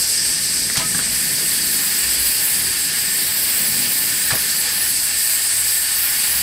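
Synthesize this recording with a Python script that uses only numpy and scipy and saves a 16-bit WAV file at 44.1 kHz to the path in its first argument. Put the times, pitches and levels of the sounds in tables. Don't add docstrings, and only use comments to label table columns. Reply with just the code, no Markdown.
import sys
import numpy as np
from scipy import signal
from scipy.fft import rfft, irfft
from scipy.io import wavfile
from scipy.ndimage import uniform_filter1d

SR = 44100
rng = np.random.default_rng(int(sys.argv[2]) if len(sys.argv) > 2 else 0)


def magnitude_from_level(level_db):
    exponent = np.asarray(level_db, float) / 20
    return 10 ** exponent


def materialize(psi):
    bounded = np.clip(np.atleast_2d(psi).T, -1, 1)
    quanta = np.round(bounded * 32767).astype(np.int16)
    wavfile.write(sys.argv[1], SR, quanta)


N = 283122


def evened(x):
    return x / np.sqrt(np.mean(np.abs(x) ** 2) + 1e-20)


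def read(points, hz):
    f, value = np.transpose(points)
    return np.interp(np.log(hz + 1), np.log(f + 1), value)


def hump(hz, centre_hz, width_hz):
    return 1 / (1 + 2j * (hz - centre_hz) / width_hz)


def flow(table, t):
    return np.interp(t, *np.transpose(table))


def bumps(rows, t):
    return sum(db * np.exp(-((t - s) / length) ** 2) for s, length, db in rows)


def add(mix, s, sound):
    part = mix[round(s * SR):][:len(sound)]
    part += sound[:len(part)]


def turbulence(shape, level_db, band, patchy_db, flicker_db, size=512):
    hop = size // 4
    frames, hz = N // hop + 5, np.fft.rfftfreq(size, 1 / SR)
    a, b, patches = rng.standard_normal((frames, len(hz), 3)).T
    patches = uniform_filter1d(patches, size=8, axis=0)
    patches = evened(uniform_filter1d(patches, size=40, axis=1))
    gusts = uniform_filter1d(rng.standard_normal(frames), size=6)
    gusts = evened(uniform_filter1d(gusts, size=4))
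    gain = shape(hz)[:, None] * magnitude_from_level(patchy_db * patches + flicker_db * gusts)
    noise = signal.istft((a + 1j * b) * gain, nperseg=size, noverlap=size - hop)[1][:N]
    inside = (hz > band[0]) & (hz < band[1])
    power = shape(hz) ** 2
    share = np.sum(power[inside]) / np.sum(power)
    return evened(noise) * magnitude_from_level(level_db) / np.sqrt(share)


def steam_db(level_db, lift_share, dry_share, cloud_share):
    # t/s, seat hiss/dB
    lift = [(0.0, -22), (0.02, -21.5), (0.68, -23.5), (0.84, -26.5), (0.88, -23), (2.32, -22.5),
            (2.34, -23), (4.02, -24), (4.15, -22.5), (4.36, -23.5), (4.67, -22.5), (4.81, -27),
            (4.9, -21.5), (5.88, -21.5), (6.04, -26.5), (6.24, -21.5), (6.28, -24.5), (6.42, -23)]
    # t/s, level/dB
    dryness = [(0, -1), (.1, -2.5), (.5, -4.5), (.82, -3.5), (.86, -3), (1.05, -4), (1.15, 0), (1.55, 0),
               (1.75, 2), (2.5, 1.6), (3.04, 0.2), (3.2, 0.9), (3.6, 2.5), (3.95, 2.5), (4.3, 1.5),
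               (5.0, 1.2), (5.7, 1.5), (6.42, 3.5)]
    # t/s, half length/s, depth/dB
    clouds = [(0.202, 0.048, -6.1), (0.367, 0.031, -3.8), (0.815, 0.026, -6.0), (1.045, 0.03, -4.5),
              (1.288, 0.028, -2.0), (1.618, 0.048, -3.1), (1.948, 0.038, -3.3), (2.06, 0.06, -5.0),
              (2.172, 0.023, -6.0), (2.381, 0.02, -4.2), (2.736, 0.092, -2.5), (2.916, 0.045, -6.8),
              (3.312, 0.015, -2.2), (3.87, 0.034, -2.2), (4.121, 0.02, -3.6), (4.207, 0.022, -2.5),
              (4.323, 0.019, -7.6), (4.476, 0.082, -2.5), (4.666, 0.042, -8.1), (4.982, 0.063, -3.4),
              (5.115, 0.066, -5.8), (5.401, 0.024, -4.3), (5.515, 0.046, -7.2), (5.632, 0.03, -2.7),
              (5.892, 0.069, -4.1), (6.212, 0.04, -3.3), (6.41, 0.021, -6.1)]
    lift_mean_db = -22.5
    t = np.arange(0, N + 64, 64) / SR
    level = level_db + lift_share * (flow(lift, t) - lift_mean_db)
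    level = level + dry_share * flow(dryness, t) + cloud_share * bumps(clouds, t)
    return np.interp(np.arange(N) / SR, t, level)


def valve():
    # f/Hz, width/Hz, level/dB
    outlet = [(1650, 65, -10.5), (1810, 120, -7.5), (2000, 140, -19), (2400, 2140, -14), (3740, 440, -9.5),
              (4625, 780, -5.5), (5000, 590, -6.5), (7640, 510, -5), (8204, 1000, 0.5), (8790, 970, -6)]
    # f/Hz, level/dB
    roar = [(200, -22.5), (600, -25.5), (850, -21.5), (1030, -20), (1250, -29), (1500, -12), (3500, -12.5),
            (6600, -13), (9000, -8), (10500, -14.5), (16000, -36)]

    def part(level_db, band, lo_hz, hi_hz, flicker_db):
        def shape(hz):
            humps = sum(magnitude_from_level(2 * db) * abs(hump(hz, f, w)) ** 4 for f, w, db in outlet)
            share = 1 / (1 + (lo_hz / (hz + 1)) ** 24) / (1 + (hz / hi_hz) ** 24)
            return np.sqrt((humps + magnitude_from_level(2 * read(roar, hz))) * share)
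        return turbulence(shape, level_db, band, patchy_db=0.7, flicker_db=flicker_db)

    seat = part(steam_db(-22, 1.03, -0.05, 0.07), (7000, 9300), 7150, 30000, 0.83)
    body = part(steam_db(-26, 0.18, 0.2, -0.01), (3900, 6700), 3910, 6730, 0.9)
    pipe = part(steam_db(-30.5, -0.37, 0.47, -0.21), (1400, 3700), 30, 3520, 0.69)
    return seat + body + pipe


def jet():
    # f/Hz, level/dB
    fizz_curve = [(5000, -40.5), (9000, -17), (9700, -3), (10150, 0), (11000, 0), (11900, -1.5),
                  (12500, -3), (13200, -19), (16500, -30)]
    # f/Hz, level/dB
    hump_curve = [(10500, -31), (12300, -16), (12900, -2.5), (13400, -1.2), (13700, -.4), (14100, -1.2),
                  (14600, -11), (16500, -30)]
    # f/Hz, level/dB
    top_curve = [(11000, -29.5), (13500, -5), (14300, 1), (15100, 3), (15700, -7), (16500, -4)]

    def part(curve, level_db, band, patchy_db, flicker_db):
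        return turbulence(lambda hz: magnitude_from_level(read(curve, hz)), level_db, band, patchy_db, flicker_db)

    fizz = part(fizz_curve, steam_db(-26, 0.2, 1, 0.5), (9600, 12200), patchy_db=1.24, flicker_db=1.23)
    whistle = part(hump_curve, steam_db(-30.5, -0.1, 1.3, 1.3), (13000, 14300), patchy_db=2.5, flicker_db=1.9)
    top = part(top_curve, steam_db(-35.5, -0.3, 2.3, 0.8), (14500, 15700), patchy_db=1.5, flicker_db=0.7)
    return fizz + whistle + top


def plume(x):
    # t/s, half length/s, level/dB, f/Hz, half width/Hz
    eddies = [(.35, 0.67, 5.5, 5600, 900), (0.725, .03, -2, 4800, 1200), (0.873, 0.077, -4, 4800, 1500),
              (1.1, .045, -2, 10800, 1200), (2.12, 0.098, 2.5, 4600, 900), (2.385, .035, 3.5, 4670, 900),
              (2.473, 0.099, -2, 4700, 900), (2.5, 0.1, 2, 10500, 900), (2.9, .1, 1, 12200, 500),
              (3.1, .15, -3, 10200, 500), (3.33, .03, -6, 11000, 1100), (3.4, .2, -5, 6470, 450),
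              (3.75, .12, -14, 12000, 350), (3.9, .09, -4, 12850, 260), (4.19, .17, -5, 12600, 300),
              (4.153, .08, -4, 9500, 300), (4.188, .04, -7, 11300, 900), (4.356, 0.028, -6, 8000, 1300),
              (4.6, 0.18, -6, 8700, 280), (4.85, 0.12, 3.5, 10700, 900), (5.13, 0.056, -3, 11000, 1100),
              (5.5, 0.07, 6, 9600, 600), (5.718, .05, 1.5, 11500, 1200), (6.15, .3, 1, 1000, 400)]
    hz, t, z = signal.stft(x, SR, nperseg=256)
    shade_db = 0
    for s, length, db, f, width in eddies:
        distance = ((t - s) / length) ** 2 + ((hz[:, None] - f) / width) ** 2
        shade_db = shade_db + db * np.exp(-distance)
    return signal.istft(z * magnitude_from_level(shade_db), SR, nperseg=256)[1][:N]


def shed(x, echo_size=1.09, tail_db=-13, t60=0.13):
    # delay/ms, gain
    echoes = [(1.772, 0.04), (1.932, -0.1), (2.082, -0.04), (3.474, 0.04), (4.212, -0.05), (4.938, 0.04),
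              (5.146, -0.04), (5.282, -0.05), (5.938, 0.05), (6.682, 0.04), (6.91, 0.05), (7.174, 0.05),
              (7.406, 0.05), (7.504, -0.06), (7.548, -0.03), (7.778, 0.06), (7.876, 0.07), (8.21, -0.05),
              (9.408, -0.05), (9.616, 0.04), (11.134, 0.05), (12.352, 0.04), (13.26, 0.04), (13.59, -0.04)]
    hz, t = np.fft.rfftfreq(N, 1 / SR), np.arange(SR // 10) / SR
    early = 1 + echo_size * sum(g * np.exp(-2j * np.pi * hz * ms / 1e3) for ms, g in echoes)
    signs = rng.choice([-1., 1.], len(t))
    sparse = rng.random(len(t)) < 0.05
    taps = signs * sparse * (t > 0.003) * magnitude_from_level(-60 * t / t60)
    path = early + magnitude_from_level(tail_db) * rfft(taps / np.linalg.norm(taps), N)
    return irfft(rfft(x) * path / np.sqrt(np.mean(abs(path) ** 2)), N)


def fire():
    # f/Hz, level/dB
    bed = [(25, -24), (80, -11), (130, -9), (190, -4), (260, -4.5), (330, -5.5), (500, -8.5), (1000, -24)]
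    # t/s, rumble/dB
    draught_curve = [(0, -45), (.43, -41.5), (.8, -39), (1.52, -39.5), (1.75, -38.5), (2.18, -46),
                     (2.48, -45.5), (2.6, -38.5), (2.75, -44), (3.0, -43), (3.29, -43), (3.6, -39.5),
                     (3.84, -35), (3.98, -41), (4.33, -45), (5.18, -50.5), (5.92, -59), (6.42, -44)]
    # f/Hz, width/Hz, level/dB
    drone = [(60.8, 16, 2), (106.3, 13.5, 0.5), (42.7, 8.5, -8)]
    # t/s, level/dB
    swells = [(.45, 7), (1.11, 6), (1.66, 1), (2.2, 12), (2.73, 7), (3.07, -7), (3.58, 1), (4.33, 3),
              (4.65, 3), (4.95, 5), (5.5, -1), (6.42, 8)]
    t, hz = np.arange(N) / SR, np.fft.rfftfreq(N, 1 / SR)
    draught = flow(draught_curve, t) + 44
    rumble = turbulence(lambda hz: magnitude_from_level(read(bed, hz)), -47 + 0.5 * draught, (140, 340),
                        patchy_db=1.9, flicker_db=0.9, size=2048)
    flare = turbulence(lambda hz: abs(hump(hz, 190, 108)) ** 2, -46.5 + 1.4 * draught, (140, 340),
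                       patchy_db=1.4, flicker_db=1.2, size=2048)
    air = rfft(rng.standard_normal(N))
    swell_db = bumps([(s, 0.12, db) for s, db in swells], t)
    tones = 0
    for (f, width, db), share in zip(drone, (0.79, 0.2, 0.6)):
        tone = evened(irfft(air * hump(hz, f, width) ** 2, N))
        tones = tones + magnitude_from_level(db + share * swell_db) * tone
    return rumble + flare + tones * magnitude_from_level(-51.5)


def knocks():
    # t/s, peak/dB, ring f/Hz, t60/s
    strikes = [(0.6995, -9.5, 1900, 0.012), (.707, -18, 1500, 0.01), (.7572, -9, 2000, 0.0076),
               (.763, -20, 1400, .012), (.795, -27, 1010, 0.11), (.805, -29, 656, 0.16),
               (.82, -27, 1273, .17), (0.947, -11, 1650, .01), (.9495, -20, 1670, 0.033),
               (.952, -27, 1160, .03), (0.9918, -7.5, 1700, 0.007), (0.998, -18, 1500, .02),
               (4.3065, -6.5, 1720, .011), (4.31, -11, 2000, .01), (4.3135, -8, 1680, 0.0075),
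               (4.317, -17, 1310, 0.019), (4.322, -10, 2400, .012), (4.329, -27, 986, 0.13),
               (4.335, -31, 664, 0.15), (4.34, -32, 443, 0.23), (4.354, -14, 1800, .01)]
    out, t = np.zeros(N), np.arange(SR // 5) / SR
    tick = magnitude_from_level(-1.5 - 60 * t / 0.002) * np.sin(2 * np.pi * 3800 * t)
    for s, db, hz, t60 in strikes:
        onset = np.minimum(1.5 * hz * t, 1)
        ring = magnitude_from_level(-60 * t / t60) * np.sin(2 * np.pi * hz * t) * onset
        add(out, s, magnitude_from_level(db) * (tick + ring))
    return out


def puffs():
    # t/s, length/s, rms level/dB, centre f/Hz, width/Hz
    bursts = [
        (0.758, 0.016, -27, 2000, 2000),
        (.768, 0.019, -14.5, 4200, 3800),
        (0.779, 0.064, -22.5, 3600, 4500),
        (0.796, .045, -30, 900, 1300),
        (0.952, .008, -22, 3200, 4000),
        (0.966, 0.026, -25, 12000, 5000),
        (0.997, 0.035, -37, 1200, 1300),
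        (4.307, 0.08, -26.5, 700, 1600),
        (4.306, 0.023, -23, 2400, 3200),
        (4.349, 0.015, -15, 11500, 6000),
    ]
    out, t = np.zeros(N), np.arange(SR // 5) / SR
    drops = rng.standard_normal((len(bursts), len(t), 2))
    clumps = magnitude_from_level(2.8 * evened(uniform_filter1d(drops[..., 1], size=90)))
    spray, f = rfft(drops[..., 0] * clumps), np.fft.rfftfreq(len(t), 1 / SR)
    for (s, length, db, hz, width), z in zip(bursts, spray):
        u = np.clip(t / length, 0, 1)
        swell = np.minimum(u / 0.17, 1) * (1 - u ** 2)
        add(out, s, magnitude_from_level(db) * swell * evened(irfft(z * hump(f, hz, width), len(t))))
    return out


def slugs():
    return knocks() + puffs()


def pops():
    # t/s, peak/dB, f/Hz, t60/s
    thumps = [
        (0.778, -17, 144, 0.054),
        (.813, -29, 190, .05),
        (.85, -30, 150, 0.1),
        (0.949, -21, 161, .07),
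        (0.989, -33, 161, 0.062),
        (4.323, -21, 126, 0.13),
        (4.332, -18, 200, 0.018),
        (4.352, -23, 280, 0.043),
    ]
    out, t = np.zeros(N), np.arange(SR // 5) / SR
    for s, db, hz, t60 in thumps:
        onset = np.minimum(4 * hz * t, 1)
        add(out, s, magnitude_from_level(db - 60 * t / t60) * np.sin(2 * np.pi * hz * t) * onset)
    return out


def ports_pair(mid, bursts):
    # f/Hz, width/Hz, size, lag/rad
    ports = [(1900, 540, 0.47, 0.75), (8700, 1800, 0.12, .2)]
    # f/Hz, level/dB
    diffuse = [(30, -48), (90, -43), (200, -27), (500, -25), (1000, -14.5), (1800, -14), (2500, -18.5),
               (3800, -14.5), (6300, -28), (8500, -20.5), (10000, -22.5), (12000, -35), (16000, -45)]
    hz = np.fft.rfftfreq(N, 1 / SR)
    tip = sum(g * np.exp(-1j * lag) * hump(hz, f, w) ** 2 for f, w, g, lag in ports)
    f, t, z = signal.stft(mid, SR, nperseg=512)
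    swirl = rng.random((len(t), len(f) + 1)).T
    gusts = magnitude_from_level(1.2 * evened(uniform_filter1d(swirl[0] - 0.5, size=8)))
    patches = uniform_filter1d(rng.standard_normal((len(t), len(f))), size=5, axis=0)
    patches = uniform_filter1d(patches, size=9, axis=1)
    gusts = gusts * magnitude_from_level(4.6 * evened(patches).T)
    loose = z * np.exp(2j * np.pi * swirl[1:]) * magnitude_from_level(read(diffuse, f))[:, None] * gusts
    side = irfft(rfft(mid) * tip, N) + 1.17 * signal.istft(loose, SR, nperseg=512)[1][:N]
    side = side + magnitude_from_level(-16.5) * (np.roll(bursts, 60) - np.roll(bursts, 210))
    return np.array([mid + side, mid - side])


def scene():
    steam = plume(shed(valve()) + shed(jet(), echo_size=0.17, tail_db=-20))
    mid = steam + fire()
    bursts = slugs()
    mid = mid + 0.66 * bursts + 0.4 * shed(bursts, echo_size=0.5, tail_db=5) + pops()
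    return ports_pair(mid, bursts)


def band_limit(x):
    return signal.sosfilt(signal.butter(12, 16600, fs=SR, output="sos"), x)


def record(dry):
    limited = np.tanh(dry / 1.208) * 1.183
    edge_hz = 15760
    edge = signal.firwin(4095, edge_hz, window=("kaiser", 7), fs=SR)
    mix = signal.oaconvolve(limited, edge[None], "same")
    return band_limit(mix)


dry = scene()
out = record(dry)
materialize(out)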